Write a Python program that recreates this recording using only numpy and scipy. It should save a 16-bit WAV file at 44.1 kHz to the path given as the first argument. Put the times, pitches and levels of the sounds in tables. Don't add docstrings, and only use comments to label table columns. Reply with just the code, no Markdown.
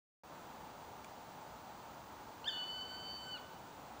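import sys
import numpy as np
from scipy import signal
from scipy.fft import rfft, irfft
from scipy.io import wavfile

SR = 44100
rng = np.random.default_rng(int(sys.argv[2]) if len(sys.argv) > 2 else 0)


def digitize_waveform(pressure):
    field = np.atleast_2d(pressure).T
    bounded = np.clip(field, -1, 1)
    quanta = np.round(bounded * 32767).astype(np.int16)
    wavfile.write(sys.argv[1], SR, quanta)


N = 176400
TIME_S = np.arange(N) / SR

# f/Hz, relative density/dB
WIND_SPECTRUM = [(20, -49), (40, -21), (58, -4.5), (90, -5.5), (140, -4.5), (230, -3.5), (420, -7),
                 (650, -3), (890, 1), (1080, -5.5), (1400, -8.5), (1900, -18.5), (3500, -26.5), (8000, -67)]
HISS_SPECTRUM = [(1000, 2.5), (2500, 1), (4500, 0.5), (5600, -1), (7200, -2.5), (8300, -5.5), (9500, -13.5),
                 (10800, -11), (12100, -18), (13400, -8), (14500, -5.5), (15700, -7.5)]
TICK_SPECTRUM = [(800, -18), (2000, 6), (3200, 4), (4600, -12), (7000, 2), (10000, -13), (15000, -15)]
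# t/s, level/dB
TICK_ONSETS = [(1.045, -48.5), (2.639, -54)]
# t/s, f/Hz
FLICK_PITCH = [(2.443, 1400), (2.451, 1465), (2.470, 1615), (2.478, 1765), (2.483, 1792), (2.489, 1750),
               (2.494, 1565), (2.512, 1503)]
HOLD_PITCH = [(2.535, 1483), (2.899, 1515), (3.121, 1522), (3.299, 1508), (3.335, 1498)]
FALL_PITCH = [(3.352, 1466), (3.362, 1438), (3.370, 1365), (3.378, 1215), (3.387, 1100), (3.398, 960)]
# t/s, level/dB
H1_ENVELOPE = [(2.444, -70), (2.479, -44.5), (2.492, -48.5), (2.512, -63), (2.62, -55.5), (2.70, -63.5),
               (2.86, -61), (3.16, -76.5), (3.28, -55), (3.36, -59)]
H2_ENVELOPE = [(2.444, -43), (2.449, -63), (2.458, -47.5), (2.474, -44), (2.480, -33.5), (2.489, -36),
               (2.496, -38.5), (2.508, -51), (2.525, -46.5), (2.63, -44.5), (2.70, -46.5), (2.84, -47),
               (2.885, -54), (3.02, -56), (3.11, -50.5), (3.145, -58.5), (3.28, -53), (3.34, -45),
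               (3.362, -49), (3.372, -60)]
H3_ENVELOPE = [(2.444, -54), (2.456, -57), (2.472, -57), (2.483, -66), (2.496, -52), (2.62, -54),
               (3.05, -55.5), (3.11, -51), (3.165, -52), (3.195, -57.5), (3.33, -54), (3.372, -57.5)]
H5_ENVELOPE = [(2.48, -80), (2.57, -78), (2.70, -72.5), (2.9, -73.5), (3.07, -76), (3.15, -82), (3.21, -71),
               (3.27, -69), (3.35, -81)]
# harmonic number, level/dB re third
UPPER_HARMONICS = [(4, -29), (6, -38), (7, -31.5)]
# f/Hz, level/dB, T60/s
ECHO_BANDS = [(1510, -1.5, 1.3), (1740, -8, 0.93), (3040, -10.5, 0.83), (3650, -9.5, 0.57),
              (4600, -10.5, 0.71), (7160, -4, 0.41)]
# f/Hz, width/Hz
RECORDER_NOTCHES = [(5260, 200), (7730, 113)]


def from_db(db):
    return 10 ** (np.asarray(db) / 20)


def unit_rms(x):
    return x / np.sqrt(np.mean(x ** 2) + 1e-20)


def contour(rows):
    return np.interp(TIME_S, *np.transpose(sorted(map(tuple, rows))))


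def drift(corner_hz):
    pole = np.exp(-2 * np.pi * corner_hz / SR)
    wander = signal.lfilter([1], [1, -2 * pole, pole * pole], rng.standard_normal(N + SR))
    return unit_rms(wander[SR:])


def coloured_noise(spectrum):
    hz, db = np.transpose(spectrum)
    bins_hz = np.maximum(np.fft.rfftfreq(N, 1 / SR), 1)
    gain = from_db(np.interp(np.log(bins_hz), np.log(hz), db))
    return unit_rms(irfft(rfft(rng.standard_normal(N)) * gain, N))


def wind(level_db=-53, flutter_db=0.42):
    return from_db(level_db + flutter_db * drift(corner_hz=5.7)) * coloured_noise(WIND_SPECTRUM)


def hiss(level_db=-62):
    return from_db(level_db) * coloured_noise(HISS_SPECTRUM)


def whine(level_db=-71, pitch_hz=15482):
    return from_db(level_db) * np.sqrt(2) * np.sin(2 * np.pi * pitch_hz * TIME_S)


def ticks(decay_s=0.0033):
    envelope = sum(from_db(db) * (TIME_S >= onset_s) * np.exp(-np.abs(TIME_S - onset_s) / decay_s)
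                   for onset_s, db in TICK_ONSETS)
    return envelope * coloured_noise(TICK_SPECTRUM)


def goshawk(start_s=2.443, end_s=3.402, attack_s=0.0012, release_s=0.04):
    since_s = np.maximum(TIME_S - start_s, 0)
    left_s = np.maximum(end_s - TIME_S, 0)
    jitter = 0.0013 * drift(corner_hz=54)
    rough_depth = 0.016 * np.exp(-since_s / 0.04) + 0.2 * np.exp(-left_s / 0.009)
    roughness = rough_depth * drift(corner_hz=900)
    pitch_hz = contour([*FLICK_PITCH, *HOLD_PITCH, *FALL_PITCH]) * (1 + jitter + roughness)
    phase = 2 * np.pi * np.cumsum(pitch_hz) / SR

    h1_db, h2_db, h3_db, h5_db = map(contour, (H1_ENVELOPE, H2_ENVELOPE, H3_ENVELOPE, H5_ENVELOPE))
    h4_db = h2_db.max() - 22 + 2.7 * (h2_db - h2_db.max())
    harmonics = [(1, h1_db), (2, h2_db), (3, h3_db), (4, h4_db), (5, h5_db)]
    harmonics += [(round(k), h3_db + db) for k, db in UPPER_HARMONICS]
    voice = np.sqrt(2) * sum(from_db(db) * np.sin(k * phase) for k, db in harmonics)

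    gate = np.minimum(since_s / attack_s, 1) * np.minimum(left_s / release_s, 1)
    shimmer_db = 0.05 * drift(corner_hz=37)
    return voice * gate * from_db(shimmer_db)


def forest_echo(call, delay_s=0.0041, build_s=0.0031, echoes_per_s=1500):
    age_s = np.maximum(TIME_S - delay_s, 0)
    trunks = rng.standard_normal(N) * (rng.random(N) < echoes_per_s / SR)
    trunks *= 1 - np.exp(-age_s / build_s)
    bins_hz = np.fft.rfftfreq(N, 1 / SR)
    centres_hz = [row[0] for row in ECHO_BANDS]
    response = 0
    for selector, (_, db, t60_s) in zip(np.eye(len(ECHO_BANDS)), ECHO_BANDS):
        band = np.interp(bins_hz, centres_hz, selector)
        echoes = trunks * np.exp(-np.log(1000) * age_s / t60_s)
        response = response + from_db(db) * band * rfft(echoes / np.linalg.norm(echoes))
    return signal.fftconvolve(call, irfft(response, N))[:N]


def scene():
    call = goshawk()
    return (call + forest_echo(call) + wind() + ticks() + hiss() + whine())[None]


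def record(dry):
    start_s, fade_from_db, fade_s, cutoff_hz = 0.235, -4.5, 0.048, 15750
    fade_db = fade_from_db * np.exp(-np.abs(TIME_S - start_s) / fade_s)
    out = dry * (TIME_S >= start_s) * from_db(fade_db)
    for hz, width_hz in RECORDER_NOTCHES:
        out = signal.lfilter(*signal.iirnotch(hz, hz / width_hz, fs=SR), out)
    lowpass = signal.ellip(16, 0.1, 80, cutoff_hz, fs=SR, output="sos")
    return signal.sosfilt(lowpass, out)


dry = scene()
out = record(dry)
digitize_waveform(out)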